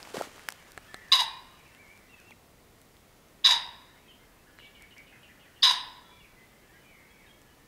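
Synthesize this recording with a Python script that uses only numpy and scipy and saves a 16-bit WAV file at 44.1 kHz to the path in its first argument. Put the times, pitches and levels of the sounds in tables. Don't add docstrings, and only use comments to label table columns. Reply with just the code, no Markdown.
import sys
import numpy as np
from scipy import signal
from scipy.fft import rfft, irfft, next_fast_len
from scipy.io import wavfile

SR = 44100
rng = np.random.default_rng(int(sys.argv[2]) if len(sys.argv) > 2 else 0)


def wrap_up_sound(samples):
    columns = np.atleast_2d(samples).T
    tamed = np.clip(columns, -1, 1)
    steps = np.round(tamed * 32767).astype(np.int16)
    wavfile.write(sys.argv[1], SR, steps)


def rack_gain(trim_db):
    fader = np.asarray(trim_db, float)
    return 10 ** (fader / 20)


N = 338247
SCENE_CHANGE_S = 2.335

# freq_hz, level_db (per Hz)
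AIR_TONE = [(12, -28.5), (20, 0), (158, -3.5), (222, -4.5), (277, -5), (319, -6), (347, -6), (1330, -14),
            (1710, -19), (1860, -13.5), (2670, -19), (8890, -24.5), (16000, -25.5)]
AIR_DB = -58.5
# time_s, level_db
CHORUS_LEVEL = [(0, -63), (1.499, -66), (2.33, -75.5), (2.34, -95), (3.702, -66), (4.499, -71), (5.5, -66),
                (6.601, -71.5), (7.299, -68), (7.67, -65)]
# freq_hz, t60_s
TREE_DECAY = [(600, 0.59), (1200, 0.52), (2500, 0.39), (4000, 0.29), (5000, .3), (7000, 0.15), (9000, .32),
              (12000, 0.15)]

# start_s, length_s, pitch_hz, level_db
WHISTLES = [(0.85, 0.14, 1290, -70), (0.873, 0.068, 3320, -70), (1.493, 0.065, 1210, -65.5),
            (1.263, 0.1, 2450, -59), (1.43, 0.22, 2910, -71), (1.647, 0.11, 2680, -68),
            (1.701, 0.11, 1746, -65), (2.07, 0.052, 3820, -75), (2.327, 0.022, 3900, -71),
            (3.952, 0.041, 2137, -65.5), (4.098, 0.17, 3170, -75), (4.05, 0.055, 2580, -69),
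            (4.191, 0.061, 2100, -67), (4.485, 0.099, 1700, -69), (4.382, 0.036, 2650, -72),
            (4.616, 0.06, 2280, -59), (5.072, 0.21, 2510, -68.5), (5.063, 0.18, 2600, -74),
            (6.03, 0.081, 1333, -67), (6.041, 0.19, 3404, -67.5), (6.354, 0.1, 2026, -65),
            (6.726, 0.25, 3010, -73.5), (6.729, 0.049, 1616, -64), (7.096, 0.031, 3325, -66),
            (7.259, 0.02, 3720, -62.5), (7.283, 0.03, 1600, -77), (7.283, 0.035, 3244, -63),
            (7.56, 0.12, 1800, -70.5)]
# start_s, length_s, start_hz, end_hz, level_db
SLURS = [(1.592, 0.024, 2590, 2150, -61), (1.99, 0.12, 2050, 2000, -68.5), (2.123, 0.13, 3680, 2490, -73),
         (2.16, 0.066, 2050, 1350, -67), (2.3, 0.013, 3380, 3300, -57), (2.306, 0.022, 2980, 1890, -51),
         (4.058, 0.025, 2080, 1830, -67), (6.471, 0.172, 2055, 2100, -72.5), (5.415, .05, 2800, 2300, -65),
         (6.102, 0.15, 2370, 2275, -66.5), (6.196, 0.0266, 3020, 2680, -59),
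         (6.236, 0.027, 2784, 2100, -57), (6.677, 0.1, 1720, 2000, -66), (7.492, 0.056, 2850, 3060, -71),
         (7.29, 0.087, 2180, 2280, -70)]
WHISTLE_HUSK_HZ, SLUR_HUSK_HZ_PER_S = 27, 170
# time_s, pitch_hz, level_db
ARCH = [(.875, 1676, -65.5), (.888, 1773, -57.5), (.923, 1753, -57), (.95, 1900, -57), (1.0, 1988, -59.5),
        (1.04, 1900, -58.5), (1.077, 1794, -56.5), (1.115, 1680, -58)]
TRILL_S, TRILL_HZ, TRILL_DEPTH_HZ = .928, 131, 130
# time_s, pitch_hz, level_db
WARBLE = [(1.647, 2490, -64), (1.68, 2300, -63), (1.716, 1880, -71), (1.77, 2107, -66), (1.805, 2360, -57),
          (1.872, 2100, -62), (1.915, 2324, -55), (1.945, 2387, -67), (1.99, 2126, -66)]
# time_s, pitch_hz, level_db
FIGURES = [
    [(2.09, 2720, -64), (2.115, 2780, -61), (2.125, 2700, -64), (2.145, 2617, -52.5), (2.17, 2580, -80),
     (2.195, 2520, -58), (2.225, 2650, -77), (2.25, 2670, -64), (2.3, 2715, -61)],
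    [(4.078, 3200, -63), (4.105, 3090, -55.5), (4.128, 2710, -61)],
    [(4.455, 1260, -71), (4.478, 1740, -61), (4.52, 1270, -72)],
    [(4.74, 2550, -69), (4.77, 2280, -63), (4.815, 2060, -62)],
    [(6.83, 2467, -68), (6.9, 2372, -61), (6.965, 2115, -62), (7.03, 2060, -65), (7.1, 2275, -70),
     (7.18, 2246, -65), (7.23, 2140, -62)],
    [(7.225, 2080, -64), (7.265, 1696, -63), (7.33, 1640, -79)],
]
FIGURE_TRILL_HZ = [.1, .1, .1, .1, 110, .1]
FLUTE_ECHO_DB = -5.5

# start_s, start_hz, end_hz, level_db
FLOURISH = [
    (4.576, 4280, 3900, -68),
    (4.61, 4160, 3360, -72),
    (4.63, 3110, 2744, -58),
    (4.65, 3900, 3360, -62),
]
CHIRP_S, CHIRP_GAP_S, SLOWING_S, ANSWER_S = 4.593, .154, .0012, .058
# start_hz, end_hz
FALL_HZ = (3057, 2800)
FALL_DB = [-55.5, -59, -58.5, -62, -58.5, -62, -63.5]
RISE_HZ = 1390
# end_hz, level_db
ANSWERS = [
    (2300, -57),
    (2420, -54.5),
    (2180, -58),
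    (2100, -59.5),
    (1980, -62.5),
]

# time_s, level_db
CLOTH_LEVEL = [(0, -55.5), (.135, -53), (.15, -45.5), (.21, -45), (.32, -57.5), (.39, -57), (.51, -61),
               (.8, -63.5), (2.301, -72)]
# freq_hz, level_db (per Hz)
CLOTH_TONE = [(59, -59), (100, -13), (300, -1.5), (576, 0), (1340, -1), (1880, -2.5), (8770, -12.5),
              (15500, -24)]
# start_s, peak_db, ring_hz, tick_db (bright tick against the ring)
CLICKS = [(0.029, -28.5, 5000, -14), (0.052, -34, 2470, -10), (0.073, -34, 905, -9),
          (0.1695, -30, 2700, -2), (0.192, -29, 1500, -5), (0.2214, -37, 5930, 4), (0.254, -41, 2500, -1),
          (.38, -37, 1290, -12), (0.395, -34, 2000, -10), (0.4871, -16, 1690, -23),
          (0.4872, -25.5, 3220, -12), (0.488, -23, 9600, -16), (.4886, -20.5, 5330, -26),
          (.504, -36, 5600, 3), (0.5228, -37.5, 915, 6), (0.524, -37, 7200, -3), (.641, -54, 9000, 0),
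          (.681, -49, 6950, -2), (0.7093, -46, 8000, 0), (0.7193, -45, 10000, 9), (0.966, -46, 5400, -2),
          (.973, -53, 6000, -3), (1.085, -49, 5500, -4), (7.392, -53, 4360, -4), (1.749, -43, 2800, -5),
          (1.976, -45.5, 2300, -4), (1.678, -65, 9000, 14), (2.201, -47, 2440, 1),
          (2.3087, -39.5, 906, -4.5), (2.816, -51, 3010, 8.5), (2.968, -45, 3580, -9),
          (3.285, -56, 4000, 5), (4.588, -34.5, 1960, -24), (4.601, -42, 1910, -15), (4.823, -46, 2050, 3),
          (4.9816, -45, 5200, 0), (7.4173, -50, 3500, 7.5), (.4884, -25, 13500, -12),
          (.5232, -44, 12000, -6)]
# start_s, peak_db, pitch_hz, length_cycles
KNOCKS = [(0.1422, -29, 456, 4.7), (0.155, -36, 680, 6.1), (0.1695, -24, 640, 1.7), (0.178, -30, 242, 1.9),
          (.199, -32, 497, 2.5), (.204, -32, 695, 2.6), (0.211, -18, 654, 2.5), (0.221, -31, 1270, 5.5),
          (.16, -40, 535, 14), (0.185, -32, 1370, 3.2), (0.271, -41.5, 343, 2.9)]
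# freq_hz, level_db, t60_s
BUCKLE_MODES = [(425, -14, 0.014), (760, -7, 0.025), (1363, -7, 0.019), (1720, 0, 0.013),
                (2100, -2.5, 0.0068), (2715, -13.5, .006), (3520, -11, .006), (4026, -10.5, 0.0094),
                (6070, -22, .004), (7700, -16, 0.0033)]
# start_s, level_db, hardness_db_per_khz, rim_db (rim modes)
TAPS = [
    (.4875, -30.5, -4, .1),
    (0.777, -34, 1.97, -9),
    (0.944, -36, 2.5, 3),
]

# start_hz, end_hz, level_db
SQUEAKS = [
    (4733, 11000, -48.5),
    (3900, 2400, -32.5),
    (5000, 4400, -22.5),
]
# start_s, length_s, effort_db, low_voice_db (against the effort)
SQUAWKS = [
    [(1.118, 0.018, -16.5, -9), (1.141, 0.024, -25.5, -3.5), (1.172, 0.025, -31.5, -1.5),
     (1.19, .016, -23, -7.5), (1.214, 0.005, -29.5, 2.5)],
    [(3.4435, 0.031, -18.5, -15.5), (3.486, 0.011, -32.5, 6.5), (3.506, 0.0016, -21, -29.5),
     (3.517, 0.0043, -24.5, -3), (3.53, 0.027, -38.5, 1)],
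    [(5.627, 0.031, -18, -16), (5.664, 0.018, -28.5, 1), (5.693, 0.00297, -23.5, -8.5),
     (5.706, 0.0076, -29.5, -4), (5.722, 0.017, -38.5, -7.5)],
]
FIRST_HZ = [993.5, 996.4, 1012]
LATER_HZ = [965, 967, 967]
LOW_HZ = [1088, 1107, 1098]
LOW_SAG_HZ_PER_S = [1700, 1900, 1900]
# rise_share, rise_s, sag_share_per_s
SCOOP = [(0.057, 0.0068, 0.15), (0.055, .004, 0.76), (0.119, .007, .7)]
OVERTONES = [0.25, 0.2, 0.77, 0.24, 0.48, 0.15, 0.37, 0.49, 0.52, 0.33, 0.56, 0.47]
MIXED_TONES = [(0, 2), (4, -1), (4, 1), (4, 2)]
MIXED_STRENGTH = [
    [0.37, 0.62, 0.29, .25],
    [0.17, 0.38, 0.38, 0.24],
    [0.17, 0.27, .25, .25],
]
FLUTTER_HZ = [184, 208.5, 279.8]
THROB = [0.57, 0.3, 0.33]
UNEVEN = [.2, 0.55, 0.59]
SWELL_DB = [-4, -3.5, -2.5]
SWELL_S = 0.0086
TIRING_DB_PER_S = -130
DULLING_DB_PER_S = -160
# freq_hz, level_db
WINDPIPE = [(500, -39), (820, -21), (1220, -28), (1700, -15.5), (2400, -17.5), (3480, -5), (3950, -5.5),
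            (4150, -14), (5150, -5.5), (5550, -31), (6400, -16.5), (7400, -30.5), (8600, -34),
            (15500, -43.5)]
# freq_hz, level_db
BEAK = [
    [(1050, -0.06), (1300, 5.5), (2900, -2.6), (3500, 0.6), (5300, -0.7), (6400, 0.5), (7600, -3),
     (8800, 1.5)],
    [(1050, -1.26), (1300, 4.5), (2900, -2), (3500, 1.5), (5300, 1), (6400, 2.5), (7700, -4), (8800, -4)],
    [(1050, 0), (1300, 6.5), (2900, -1.5), (3500, -0.5), (5300, 2), (6400, 2), (7600, -4), (8800, -.6)],
]
WHEEZE_DB = [-33, -33, -34.5]
WHEEZE_S, WHEEZE_RISE_S, WHEEZE_FALL_S = 0.14, 0.0066, .02
# freq_hz, level_db
WHEEZE_TONE = [(520, -26.5), (700, -6.5), (1250, -16.5), (1700, -3), (6300, -7.5), (7600, -10.5),
               (13000, -18.5), (15800, -32)]
WHEEZE_BANDS_DB, WHEEZE_BAND_HZ = 1.5, 1950
# after_onset_s, level_db
PUSH = [
    [(0, -5.5), (.02, -2), (.042, -0.5), (.064, -11), (.088, -1), (.105, -7.5), (.14, -16)],
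    [(0, -9), (.028, 5), (.05, -0.5), (.07, 3), (.095, -3.5), (.115, -15.5), (.14, -15)],
    [(0, -3.5), (.02, 2.5), (.045, -0.5), (.065, -4), (.09, -2), (.115, -16), (.14, -14)],
]
ECHO_DB = [-9, -6, -4.5]
FAR_DB = [-17.5, -18, -17.5]


def evened(x):
    return x / np.sqrt(np.mean(x ** 2) + 1e-20)


def read(points, hz):
    f, value = np.transpose(points)
    return np.interp(np.log(hz + 1), np.log(f + 1), value)


def add(mix, s, sound):
    part = mix[round(s * SR):][:len(sound)]
    part += sound[:len(part)]


def wander(length, hz):
    b, a = signal.butter(2, hz, fs=SR)
    return evened(signal.lfilter(b, a, rng.standard_normal(length + 4000))[4000:])


def coloured(x, points):
    size = next_fast_len(len(x))
    gain = rack_gain(read(points, np.fft.rfftfreq(size, 1 / SR)))
    return irfft(rfft(x, size) * gain, size)[:len(x)]


def fade(t, length, rise, fall):
    return np.clip(t / rise, 0, 1) * np.clip((length - t) / fall, 0, 1)


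def trees(x, slower=1.0, far_db=-22):
    taps = np.zeros(SR)
    at = np.arange(300, SR - 20, 20) + rng.integers(0, 20, (SR - 301) // 20)
    taps[at] = rng.choice([-1., 1.], len(at))
    hz, t, z = signal.stft(taps, SR, nperseg=256)
    fall_db = -60 * t / (slower * read(TREE_DECAY, hz)[:, None])
    near_and_far = rack_gain(fall_db) + rack_gain(far_db + 0.36 * fall_db)
    tail = signal.istft(z * near_and_far, SR, nperseg=256)[1]
    return signal.fftconvolve(x, tail / np.linalg.norm(tail))[:N]


def note(length, start_hz, end_hz, level_db, husky_hz, rise=0.012, fall=0.0033):
    t = np.arange(round(length * SR)) / SR
    hz = start_hz + (end_hz - start_hz) * t / length + husky_hz * wander(15000, 130)[:len(t)]
    tone = np.sin(2 * np.pi * np.cumsum(hz) / SR)
    return rack_gain(level_db) * np.sqrt(2) * tone * fade(t, length, rise, fall)


def air():
    hiss = evened(coloured(rng.standard_normal(N), AIR_TONE))
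    return rack_gain(AIR_DB + 0.17 * wander(N, 2.5)) * hiss


def chorus(count=420):
    out = np.zeros(N)
    s, db = np.transpose(CHORUS_LEVEL)
    for when, length, pitch, bend in rng.random((count, 4)):
        hz = 1500 + 1900 * pitch ** 1.5
        whistle = note(.03 + .06 * length, hz, hz * (.8 + .35 * bend), 0, 90)
        add(out, when * (N / SR - .2), whistle)
    return evened(trees(out, 1.0)) * rack_gain(np.interp(np.arange(N) / SR, s, db))


def flute(phrase, husky_hz=25, trill_hz=0):
    s, hz, db = np.transpose(phrase)
    t = np.arange(s[0], s[-1], 1 / SR)
    trill = trill_hz * (t > TRILL_S) * np.sin(2 * np.pi * TRILL_HZ * (t - TRILL_S))
    turns = np.cumsum(np.interp(t, s, hz) + trill + husky_hz * wander(len(t), 120)) / SR
    tone = rack_gain(np.interp(t, s, db)) * np.sqrt(2) * np.sin(2 * np.pi * turns)
    return s[0], tone * fade(t - s[0], s[-1] - s[0], .006, 0.0044)


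def chirp(start_hz, end_hz, level_db, length=0.037, settle_s=0.0106, drop_hz=0):
    t = np.arange(round(length * SR)) / SR
    glide = end_hz + (start_hz - end_hz) * np.exp(-t / settle_s) - drop_hz * (t / length) ** 4
    turns = np.cumsum(glide + 75 * wander(len(t), 200)) / SR
    second_tone = np.sin(2 * np.pi * 1.1 * turns + 1.4 * wander(len(t), 370.7))
    tone = np.sin(2 * np.pi * turns) + 0.68 * np.exp(-t / 0.04) * second_tone
    return rack_gain(level_db) * np.sqrt(2) * tone * fade(t, length, .003, .014)


def chatter():
    out = np.zeros(N)
    for s, *row in FLOURISH:
        add(out, s, chirp(*row))
    k = np.arange(len(FALL_DB))
    starts = CHIRP_S + CHIRP_GAP_S * k + SLOWING_S * k * k
    for s, db in zip(starts, FALL_DB):
        add(out, s, chirp(*FALL_HZ, db))
    for s, row in zip(starts[1:], ANSWERS):
        add(out, s + ANSWER_S, chirp(RISE_HZ, *row, length=.045, settle_s=.005, drop_hz=1100))
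    return rack_gain(-0.5) * out + rack_gain(-4) * trees(out, 1.1)


def songbirds():
    before, after, near = np.zeros(N), np.zeros(N), np.zeros(N)
    for s, length, hz, db in WHISTLES:
        side = before if s < SCENE_CHANGE_S - .01 else after
        add(side, s, note(length, hz, hz, db, WHISTLE_HUSK_HZ))
    for s, length, *row in SLURS:
        side = before if s < SCENE_CHANGE_S else after
        add(side, s, note(length, *row, SLUR_HUSK_HZ_PER_S * length))
    add(near, *flute(ARCH, 12, TRILL_DEPTH_HZ))
    add(near, *flute(WARBLE, 6.9))
    for figure, trill_hz in zip(FIGURES, FIGURE_TRILL_HZ):
        add(near, *flute(figure, 28, trill_hz))
    gate = np.clip((SCENE_CHANGE_S - np.arange(N) / SR) / 0.011, 0, 1)
    before = gate * (before + rack_gain(-5.0) * trees(before, 1.5))
    after = after + rack_gain(-5.0) * trees(after, 1.47)
    near = near + rack_gain(FLUTE_ECHO_DB) * trees(near, 1.2)
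    return before + after + near + chatter()


def cloth():
    s, db = np.transpose(CLOTH_LEVEL)
    size = rack_gain(1.4 * np.minimum(rng.exponential(1, N), 5))
    snaps = size * (rng.random(N) < 2500 / SR) * rng.standard_normal(N)
    rub = coloured(evened(snaps) + 1.4 * rng.standard_normal(N), CLOTH_TONE)
    level_db = np.interp(np.arange(N) / SR, s, db + 3.0, right=-90)
    return evened(rub) * rack_gain(level_db + 1.5 * wander(N, 47))


def buckle():
    out, t = np.zeros(N), np.arange(2000) / SR
    for s, level_db, hard, rim_db in TAPS:
        for hz, db, t60 in BUCKLE_MODES:
            mode_db = level_db + db + hard * hz / 1000 + rim_db * (3000 < hz < 5000)
            add(out, s, rack_gain(mode_db - 60 * t / t60) * np.sin(2 * np.pi * hz * t))
    return out


def pack():
    out, t = np.zeros(N), np.arange(600) / SR
    bright = signal.butter(1, [2500, 9500], "band", fs=SR)
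    for s, peak_db, hz, tick_db in CLICKS:
        ring = np.sin(2 * np.pi * hz * t) * np.exp(-t / (0.00022 + 0.71 / hz))
        tick = signal.lfilter(*bright, rng.standard_normal(600)) * 1.46 * np.exp(-t / 0.0005)
        add(out, s, rack_gain(peak_db) * (1.2 * ring + rack_gain(tick_db) * tick))
    out = signal.sosfilt(signal.butter(2, 350, "high", fs=SR, output="sos"), out)
    for s, peak_db, hz, cycles in KNOCKS:
        u = np.arange(round(cycles / hz * SR)) / SR
        swell = np.sin(np.pi * (u * hz / cycles) ** 0.72) ** 2
        add(out, s, rack_gain(peak_db) * np.sin(2 * np.pi * hz * u) * swell)
    out = out + buckle()
    return out + rack_gain(-30) * trees(out, 0.26)


def wheeze(level_db, push):
    t = np.arange(round(WHEEZE_S * SR)) / SR
    rush = rng.standard_normal(8000)[:len(t)] * rack_gain(2.2 * wander(8000, 160)[:len(t)])
    hz = np.fft.rfftfreq(len(t), 1 / SR)
    bands_db = WHEEZE_BANDS_DB * np.cos(2 * np.pi * (hz - 2800) / WHEEZE_BAND_HZ)
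    rush = evened(coloured(irfft(rfft(rush) * rack_gain(bands_db), len(t)), WHEEZE_TONE))
    push_db = np.interp(t, *np.transpose(push))
    return rack_gain(level_db + push_db) * rush * fade(t, WHEEZE_S, WHEEZE_RISE_S, WHEEZE_FALL_S)


def beat(s, length, effort_db, hz, low_db, low_hz, first, c, under=0.68):
    depth, jitter = .35, .005
    rasp = np.clip(.38 + .04 * (-16 - effort_db), .38, .8)
    t = np.arange(round((length + 0.0075) * SR)) / SR
    rise, rise_s, sag = SCOOP[c]
    pitch = hz * (1 - sag * t - rise * first * np.exp(-(t / rise_s) ** 2))
    turns = np.cumsum(pitch * (1 + jitter * wander(2600, 140)[:len(t)])) / SR
    flutter = np.cumsum(FLUTTER_HZ[c] * (1 + .08 * wander(2600, 50)[:len(t)])) / SR
    lag = rng.random((15, 2))
    low_waver = (.03 - .018 * first) * wander(2600, 80)[:len(t)]
    low_turns = np.cumsum(low_hz * (1 - 1.3 * t + low_waver)) / SR

    stack = np.zeros(len(t))
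    for (m, n), share in zip(MIXED_TONES, MIXED_STRENGTH[c]):
        stack += share * np.cos(2 * np.pi * (m * turns + n * low_turns))
    stack = 0.86 * stack * np.clip(t / 0.002 + 1 - first, 0, 1)
    for k, strength in enumerate(OVERTONES, start=2):
        throb = 1 + depth * np.cos(2 * np.pi * (flutter + lag[k, 0]))
        partial = throb * np.cos(2 * np.pi * k * turns)
        difference = np.cos(2 * np.pi * (k * turns - flutter + lag[k, 1]))
        below = under * (0.32 + 0.76 * first) * difference
        late = 1 if k == 4 else np.clip(t / .005 + 1 - first, 0, 1)
        halves = 0
        for n in (1, 3, 5):
            line = k * turns - n / 2 * flutter + n * lag[k].sum()
            halves = halves + np.cos(2 * np.pi * line) / np.sqrt(n)
        stack = stack + strength * late * (partial + below + UNEVEN[c] * halves)

    puffs = rng.standard_normal(2600)[:len(t)] * (1 + 0.31 * np.cos(2 * np.pi * flutter))
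    puffs = puffs * np.clip(t / 0.0047 + 1 - first, 0, 1)
    shape = fade(t, t[-1], .0015 if first else .003, .004) * rack_gain(TIRING_DB_PER_S * t)
    shape = shape * (1 + THROB[c] * first * np.cos(2 * np.pi * flutter))
    shape = shape * rack_gain(SWELL_DB[c] * first * np.exp(-t / SWELL_S))
    voice = shape * (evened(stack) + rasp * evened(puffs))
    high = coloured(np.pad(voice, 200), WINDPIPE)[200:]
    low = np.sin(2 * np.pi * low_turns) * (1 + .3 * wander(2600, 90)[:len(t)])
    low = np.pad(low * fade(t, t[-1], .0047, .004), (0, 200))
    return rack_gain(effort_db) * (evened(high) + rack_gain(low_db) * low)


def pheasant():
    out = np.zeros(N)
    for c, (beats, (start_hz, end_hz, level_db)) in enumerate(zip(SQUAWKS, SQUEAKS)):
        call, start = np.zeros(N), beats[0][0]
        squeak = note(0.0037, start_hz, end_hz, level_db, 30, rise=.004, fall=0.0011)
        add(call, start - .0045, squeak)
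        for k, (s, length, effort_db, low_db) in enumerate(beats):
            hz = LATER_HZ[c] if k else FIRST_HZ[c]
            low_hz = LOW_HZ[c] - LOW_SAG_HZ_PER_S[c] * (s - start)
            sound = beat(s, length, effort_db, hz, low_db, low_hz, k == 0, c)
            dulling = [(9000, 0.006), (16000, DULLING_DB_PER_S * (s - start))]
            add(call, s, coloured(sound, dulling))
        add(call, start, wheeze(WHEEZE_DB[c], PUSH[c]))
        call = coloured(call, BEAK[c])
        out += call + rack_gain(ECHO_DB[c]) * trees(call, far_db=FAR_DB[c])
    return out


def scene():
    return (air() + chorus() + songbirds() + cloth() + pack() + pheasant())[None]


def top_cut(x):
    return signal.sosfilt(signal.butter(12, 16660, fs=SR, output="sos"), x)


def record(dry):
    edge = signal.firwin(1501, 15740, window=("kaiser", 7), fs=SR)
    mix = signal.oaconvolve(dry, edge[None], "same")
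    return top_cut(mix)


dry = scene()
out = record(dry)
wrap_up_sound(out)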